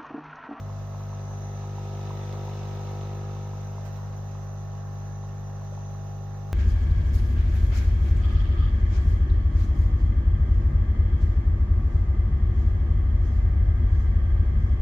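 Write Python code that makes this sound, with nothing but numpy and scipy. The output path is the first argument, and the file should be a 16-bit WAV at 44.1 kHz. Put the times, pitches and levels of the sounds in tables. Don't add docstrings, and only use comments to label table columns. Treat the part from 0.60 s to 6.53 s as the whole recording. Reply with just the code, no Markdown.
import sys
import numpy as np
from scipy import signal
from scipy.fft import rfft, irfft, next_fast_len
from scipy.io import wavfile
from scipy.ndimage import uniform_filter1d, map_coordinates

SR = 44100
rng = np.random.default_rng(int(sys.argv[2]) if len(sys.argv) > 2 else 0)


def wav_out(sig):
    wavfile.write(sys.argv[1], SR, np.round(np.clip(np.atleast_2d(sig).T, -1, 1) * 32767).astype(np.int16))


def convert_level_to_amplitude(level_db):
    exponent = np.asarray(level_db, float) / 20
    return 10 ** exponent


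N = 261513
T = np.arange(N) / SR

# time in seconds, mains frequency in Hz.
MAINS = [(0, 50.06), (1, 50.084), (1.5, 50.075), (2.5, 50.047), (3, 50.043), (4, 50.064), (5.93, 50.058)]
# time in seconds, closeness (0 to 1),
# how much it is still at its first stance (0 to 1), coffee flow in dB.
WALK = [(0, 0, 0.9, 2), (.3, .16, .75, 2.5), (.6, 0.31, .9, 1.5), (.9, 0.35, 0.57, 2.5), (1.2, 0.61, .4, 1),
        (1.5, 0.78, .5, 2.2), (2.1, 0.74, 0.6, 2.5), (2.4, 0.73, 0, 1.5), (2.7, 0.61, 0, 1),
        (3, 0.31, .6, 2), (3.3, 0.1, 0.4, 3), (3.8, .06, 0.3, 1.5), (4.6, 0, 0.2, 1.5),
        (5.93, 0.01, 0.1, 1)]
# frequency in Hz, then the far left, far right, near left
# and near right level in dB per Hz.
POUR_COLOUR = [(25, -76.5, -75, -70, -71.5), (73, -79.5, -74, -78, -76), (125, -75, -89, -78, -72.5),
               (197, -80, -88.5, -80, -87), (290, -99, -90, -94, -93), (372, -83, -77.5, -78.5, -75.5),
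               (434, -90.5, -89, -77, -81), (620, -78.5, -81, -83, -80), (780, -86, -87, -82, -73),
               (925, -82.5, -88.5, -82.5, -77.5), (1245, -92, -90, -85, -82), (1370, -91, -92.5, -90, -94),
               (1760, -92.5, -90, -89, -92), (2190, -100, -99, -90.5, -93)]
SPRAY_COLOUR = [(2060, -101, -100, -93.5, -86.5), (2810, -99, -94, -84.5, -89),
                (3320, -105, -101, -88.5, -97.5), (3570, -101, -93, -84.5, -85.5),
                (3810, -105, -100, -89, -88), (3990, -103, -93, -84.5, -88), (4380, -108, -100, -96.5, -93),
                (5440, -102, -97, -90.5, -91.5), (6000, -100, -97.5, -97, -99.5),
                (6320, -101, -97, -89.5, -93), (7060, -108, -103, -104, -100),
                (7170, -115, -108, -110, -103), (7780, -115, -105, -112, -101),
                (8140, -125, -114, -121, -103)]
FIZZ_COLOUR = [(8270, -138, -119, -125, -104), (8670, -130, -126, -123, -113),
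               (8600, -128, -127, -118, -117), (8840, -124, -124, -115, -119),
               (10300, -121, -121, -110, -118), (10300, -121, -121, -113, -118),
               (11500, -121, -119, -116, -119), (11850, -117, -113, -117, -108),
               (12800, -118, -114, -117, -109), (13000, -117, -106, -115, -103),
               (13800, -117, -104, -116, -102), (14300, -119, -104, -116, -103),
               (15800, -122, -117, -121, -106), (16000, -125, -120, -129, -112)]
# frequency in Hz, likeness (0 to 1).
POUR_ALIKE = [(60, 0.4), (350, 0.5), (800, 0.5), (1400, 0.2), (2000, 0)]
# start in seconds, pitch in Hz, level in dB.
BUBBLES = [(0.095, 920, -43.5), (0.28, 1012, -48), (0.344, 950, -46), (0.404, 1100, -46),
           (0.527, 1000, -42.5), (0.566, 925, -53), (0.708, 925, -45), (1.038, 895, -43),
           (1.18, 834, -40.5), (1.34, 744, -44), (1.389, 845, -44), (1.504, 940, -39), (1.74, 1012, -45),
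           (1.878, 818, -41), (2.026, 530, -46), (2.312, 1050, -50), (2.764, 930, -44), (2.869, 925, -48),
           (2.931, 935, -46.5), (3.179, 925, -44.5), (3.273, 630, -45.5), (3.386, 980, -47.5),
           (3.749, 990, -46), (4.138, 970, -54), (4.635, 940, -47), (4.896, 1055, -49), (5.015, 900, -47),
           (5.12, 537, -44), (5.173, 804, -45.5), (5.347, 1080, -51)]
# start in seconds, length in seconds, level in dB, left over right in dB.
RUBS = [
    (1.721, 0.032, -59, -13),
    (2.408, 0.032, -66, -4.5),
    (3.247, 0.049, -57.5, -17),
    (3.359, 0.03, -58.5, -14),
    (5.036, 0.04, -67.5, -8),
    (5.125, .03, -61, -6.5),
]
# frequency in Hz, level in dB.
SKIN_COLOUR = [(250, -10.5), (1000, 6.5), (4000, -8.5), (7000, -10), (10000, -21), (14000, -10.5),
               (15600, -16)]
# time in seconds, level in dB.
JET = [
    (0, -72.5),
    (.3, -66.5),
    (.75, -59.5),
    (1.1, -65.5),
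    (2.4, -65),
    (2.7, -67),
    (3.2, -67),
    (5.4, -65.5),
    (5.93, -68),
]
# frequency in Hz, width in Hz, left dB, right dB.
PANELS = [(1970, 170, -0.5, -0.5), (2645, 250, 1.5, 3), (2600, 200, 4, 3), (3506, 160, 1, -3),
          (4090, 76, -7, 2.5), (5350, 150, -9, -11)]
# time in seconds, peak level in dB, left over right
# in dB.
TICKS = [(1.3907, -47, -4), (1.4122, -45, -5), (1.574, -40, -10), (1.6926, -39, 1), (1.7256, -35.5, -0.5),
         (1.7535, -44, 2), (1.7719, -54, -3), (1.8317, -49, 3), (1.8951, -40, -6), (1.935, -39, 2),
         (1.9714, -50, 10), (2.092, -48, -2), (2.4114, -37, 2), (2.4508, -43, 4), (2.4713, -43, -6),
         (3.3598, -42, -4)]
# level in dB at the first stance, near the mug and at
# the last stance, then left over right in dB when far and when near.
SWAY = [(-45.3, -45.4, -45.4, -.5, -1.5), (-35, -33.7, -35.7, -.1, 1.2), (-42, -39, -40.5, 3.5, 3),
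        (-53, -49.5, -54.5, -2.1, -2.1), (-56, -57.2, -61, 1.5, 2.5), (-73.5, -60.2, -71.7, 4.7, -2.5)]
KNOCK = [(-78, -49.5, -69.5, -3, 0.5), (-67, -47, -61.5, 18, -5), (-80, -56.5, -65, 8, -4.5),
         (-63, -51, -61.5, -3.8, 4), (-59, -55.5, -62.5, -2.5, -9.5), (-72, -77, -79.5, 4, 21),
         (-55, -56, -62.5, -6, -3.5), (-56.5, -59.5, -63.5, -3, 5.5), (-63.5, -60.5, -65.5, 2, -5),
         (-61.5, -53.5, -56.5, -13.5, -9), (-68.5, -64.5, -61.5, -5, 1.5), (-67.5, -61.5, -75, 7, -4.5),
         (-61.5, -53.5, -72.5, 3.5, -0.5), (-75.5, -69.5, -71, -1, -6.5), (-59, -73.5, -76, 0, -2),
         (-62, -74, -64, -4.5, 2.5), (-64, -81, -73.5, 4.5, 7), (-78, -67.5, -78, -11.7, -5),
         (-62, -58.5, -68, -1.5, 3), (-61, -57.5, -72.5, -6, -8.5), (-73, -68, -75, 6.5, -1.5),
         (-75.5, -67.5, -67, -2, 0.5)]
# centre in Hz, width in Hz, top level in dB,
# at the first stance, near the mug and at the last stance in turn.
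SHELL = [
    [(1610, 170, -70), (1610, 180, -68.5), (1795, 70, -70.5)],
    [(2040, 50, -73), (2190, 390, -77.5), (2040, 200, -92)],
]
# frequency in Hz, step in dB per Hz.
ROUNDING_STEPS = [(1000, -110), (2000, -104), (6300, -104), (7300, -104), (8500, -107), (9300, -109.5),
                  (11200, -107.5), (13500, -106), (14600, -105), (15100, -102)]


def unit(x):
    return x / np.sqrt(np.mean(x ** 2) + 1e-20)


def along(hz, points_hz, values):
    return np.interp(np.log(hz + 1), np.log(np.asarray(points_hz) + 1), values)


def walk(t):
    s, *cols = np.transpose(WALK)
    return [np.interp(t, s, c) for c in cols]


def wobble(rate):
    coarse = T[::128]
    knots = rng.standard_normal(int(N * rate / SR) + 4)
    return np.interp(T, coarse, map_coordinates(knots, [coarse * rate]))


def filtered(x, response):
    m = next_fast_len(N + SR // 4)
    return irfft(rfft(x, m) * response(np.fft.rfftfreq(m, 1 / SR)), m)[..., :N]


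def resonance(f, f0, width):
    return 1j * f * width / (f0 * f0 - f * f + 1j * f * width)


def stroke():
    mains_hz = np.interp(T, *np.transpose(MAINS))
    return 2 * np.pi * np.cumsum(mains_hz) / SR - .63


def rush(colours, alike, patchy_db, size, lo_hz, hi_hz):
    hz, t, (a, b) = signal.stft(rng.standard_normal((2, N)), SR, nperseg=size)
    turn = np.arccos(np.clip(along(hz, *np.transpose(alike)), -1, 1))[:, None] / 2
    shared, apart = np.cos(turn) * a, np.sin(turn) * b
    pair = np.array([shared + apart, shared - apart])

    points, *cols = np.transpose(colours)
    far_l, far_r, near_l, near_r = (along(hz, points, c)[:, None] for c in cols)
    close = walk(t)[0]
    db = np.array([far_l + close * (near_l - far_l), far_r + close * (near_r - far_r)])

    patches = uniform_filter1d(rng.standard_normal(a.shape), size=5, axis=0)
    patches = unit(uniform_filter1d(patches, size=4, axis=1))
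    coloured = pair * convert_level_to_amplitude(db + patchy_db * patches)
    wide = signal.istft(coloured, SR, nperseg=size)[1][:, :N] * np.sqrt(SR / 2)
    return filtered(wide, lambda f: (f >= lo_hz) & (f < hi_hz))


def fingers():
    noise = rng.standard_normal((2, N))
    skin = unit(filtered(noise, lambda f: (f > 200) * convert_level_to_amplitude(along(f, *np.transpose(SKIN_COLOUR)))))
    rise_s, grain_db = .006, 2
    shape = np.zeros((2, N))
    for s, length, db, pan_db in RUBS:
        since = np.clip(T - s, 0, None)
        fade = np.minimum(since / rise_s, 1) * np.exp(-(since / length) ** 2)
        shape += convert_level_to_amplitude(db + np.array([[pan_db], [-pan_db]]) / 2) * fade
    return skin * shape * convert_level_to_amplitude(grain_db * wobble(250))


def whistle():
    centre_hz, width_hz = 6140, 270
    jet = rng.standard_normal((3, N)) * convert_level_to_amplitude(0.87 * wobble(40) + 1.2 * wobble(3.3))
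    sung = filtered(jet, lambda f: resonance(f, centre_hz, width_hz) ** 2)
    shared, left, right = unit(sung)
    level_db = np.interp(T, *np.transpose(JET)) + np.array([[1.5], [3.5]])
    return convert_level_to_amplitude(level_db) * np.array([shared + 0.72 * left, 0.84 * right - shared])


def bubbles():
    draw = rng.random((500, 4))
    crowd_s = draw[:, 0] * N / SR
    crowd_hz = 860 * np.exp(.7 * (draw[:, 1] - .5))
    crowd_db = np.minimum(-58 - 3.5 * np.log(draw[:, 2]), -50) + 3 * walk(crowd_s)[0]
    crowd = np.c_[crowd_s, crowd_hz, crowd_db]

    s, hz, db = np.r_[crowd, np.array(BUBBLES) + [.002, 0, 9]].T[..., None]
    cycles = hz * np.arange(1200) / SR
    swell = (cycles / 1.53 * np.exp(1 - cycles / 1.387)) ** 2
    rising = np.sin(2 * np.pi * cycles * (0.947 + 0.023 * cycles))
    wave = convert_level_to_amplitude(db) * swell * rising
    at = (s * SR).astype(int) + np.arange(1200)
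    mug = np.bincount(at.ravel(), wave.ravel(), N + 1200)[:N]
    return mug * convert_level_to_amplitude([[-1.2], [1.2]])


def stream():
    close, _, flow_db = walk(T)
    low_hz, high_hz = 2200, 8050
    pour = rush(POUR_COLOUR, POUR_ALIKE, patchy_db=2.0, size=2048, lo_hz=36.4, hi_hz=low_hz)
    pour *= convert_level_to_amplitude(flow_db + 0.53 * wobble(7))

    push_db = 2.1 * close * np.cos(stroke() + 1.8)
    spray = rush(SPRAY_COLOUR, [(2000, 0.15), (9000, 0.05)], patchy_db=1.0, size=512,
                 lo_hz=low_hz, hi_hz=high_hz)
    spray *= convert_level_to_amplitude(flow_db - 2.0 + 0.59 * wobble(12) + push_db)

    fizz = rush(FIZZ_COLOUR, [(12000, 0.06)], patchy_db=2.4, size=512, lo_hz=high_hz, hi_hz=SR / 2)
    fizz *= convert_level_to_amplitude(-0.3 + 0.87 * flow_db + .5 * wobble(9))
    return pour + spray + fizz


def rattle():
    knocks = np.flatnonzero(np.diff(np.floor((stroke() + 2.3) / (2 * np.pi))))
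    draw = rng.standard_normal((len(knocks), 6))
    delay_s = np.array([0, .0021, .0058]) + np.abs(draw[:, :3]) * [.00002, .0003, .001]
    at = knocks[:, None] + (SR * delay_s).astype(int)
    blow_db = np.array([0, -7, -7]) + [2.5, 4, 4] * draw[:, 3:]
    size = convert_level_to_amplitude(blow_db - 35.5 + 12.0 * walk(at / SR)[0])
    blows = np.tile(np.bincount(at.ravel(), size.ravel(), N + SR)[:N], (2, 1))
    for s, db, pan_db in TICKS:
        blows[:, round(s * SR)] += convert_level_to_amplitude(db + 23.0 + np.array([pan_db, -pan_db]) / 2)

    def panels(f):
        return sum((-1) ** k * convert_level_to_amplitude([[left], [right]]) * resonance(f, hz, width)
                   for k, (hz, width, left, right) in enumerate(PANELS))

    return filtered(blows, panels)


def overtones():
    hz = np.arange(29, 47)[:, None] * MAINS[0][1]
    centre_hz, width_hz, top_db = np.transpose(SHELL)[:, :, None]
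    rings = convert_level_to_amplitude(top_db) * (np.abs(resonance(hz[None], centre_hz, width_hz)) ** 2 + 0.059)
    ring_db = 20 * np.log10(rings.sum(axis=2)).T
    pan_db = 3.5 * rng.standard_normal((len(hz), 2))
    return np.r_[SWAY, KNOCK, np.c_[ring_db, pan_db]]


def pump():
    angle, out = stroke() % (2 * np.pi), np.zeros((2, N))
    close, first = np.clip(walk(T)[:2], 0, 1)
    ports = np.array([[.5], [-.5]])
    for k, (first_db, near_db, last_db, far_pan_db, near_pan_db) in enumerate(overtones(), 1):
        far_db = last_db + first * (first_db - last_db) + ports * far_pan_db
        near_db = near_db + ports * near_pan_db
        near = np.clip((close - .2 * first) / (1 - .2 * first), 0, 1)
        near = near ** (.5 if k < 11 else .8)

        sway = -1.5 - 1.8 * (k == 2)
        knock = 2.2 + 1.5 * k + rng.normal(0, .025 * k, (2, 1))
        knock += (k > 10) * rng.uniform(-np.pi, np.pi)
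        if 21 < k < 31:
            knock = 2.8 + 1.5 * k - 2.5 * (k - 25) + rng.normal(0, .35, (2, 1))
        phase = sway if k < 7 else knock

        unsteady = min(k / 12, 1)
        db = far_db + near * (near_db - far_db) + unsteady * .6 * wobble(2.34)
        turn = k * angle + phase + unsteady * .17 * wobble(3.2)
        out += convert_level_to_amplitude(np.float32(db)) * np.cos(np.float32(turn))
    return np.sqrt(2) * out


def scene():
    return pump() + rattle() + stream() + bubbles() + whistle() + fingers()


def rounded(x, grid=599, size=1024):
    n, k = np.arange(2 * size)[:, None] + .5, np.arange(size) + .5
    hz = k * SR / size / 2
    window = np.sin(np.pi * n / size / 2)
    basis = window * np.cos(np.pi / size * (n + size / 2) * k) * np.sqrt(2 / size)
    lead, count = 2 * size - grid, N // size + 4
    blocks = np.pad(x, ((0, 0), (lead, count * size - N - lead))).reshape(2, count, size)
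    coefs = np.concatenate([blocks[:, :-1], blocks[:, 1:]], axis=2) @ basis

    band_power = np.mean(coefs.reshape(2, count - 1, -1, 32) ** 2, axis=(0, 3))
    band_db = 10 * np.log10(band_power + 1e-16)
    budget_db = 1.7 * rng.standard_normal((count - 1, size // 32))
    budget_db += .6 * (band_db - np.median(band_db, axis=0))
    step_db = along(hz, *np.transpose(ROUNDING_STEPS)) + budget_db.repeat(32, axis=1)
    step = convert_level_to_amplitude(step_db) * np.sqrt(SR / 2)

    bits = unit(uniform_filter1d(rng.standard_normal(count - 1), size=3))
    bits += walk(np.arange(count - 1) * size / SR)[0]
    bits += .3 * (band_db[:, 20] - np.median(band_db[:, 20]))
    edge_hz = 14600 + 200 * rng.standard_normal(count - 1)
    coefs *= (bits > .25)[:, None] | (hz < edge_hz[:, None])

    steps = np.floor(np.abs(coefs) / step + .4)
    frames = (np.sign(coefs) * steps * step) @ basis.T
    out = frames[:, 1:, :size] + frames[:, :-1, size:]
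    return out.reshape(2, -1)[:, lead - size:][:, :N]


def roll_off(x):
    return signal.sosfilt(signal.butter(12, 15700, fs=SR, output="sos"), x)


def record(dry):
    mix = rounded(dry)
    return roll_off(mix)


dry = scene()
out = record(dry)
wav_out(out)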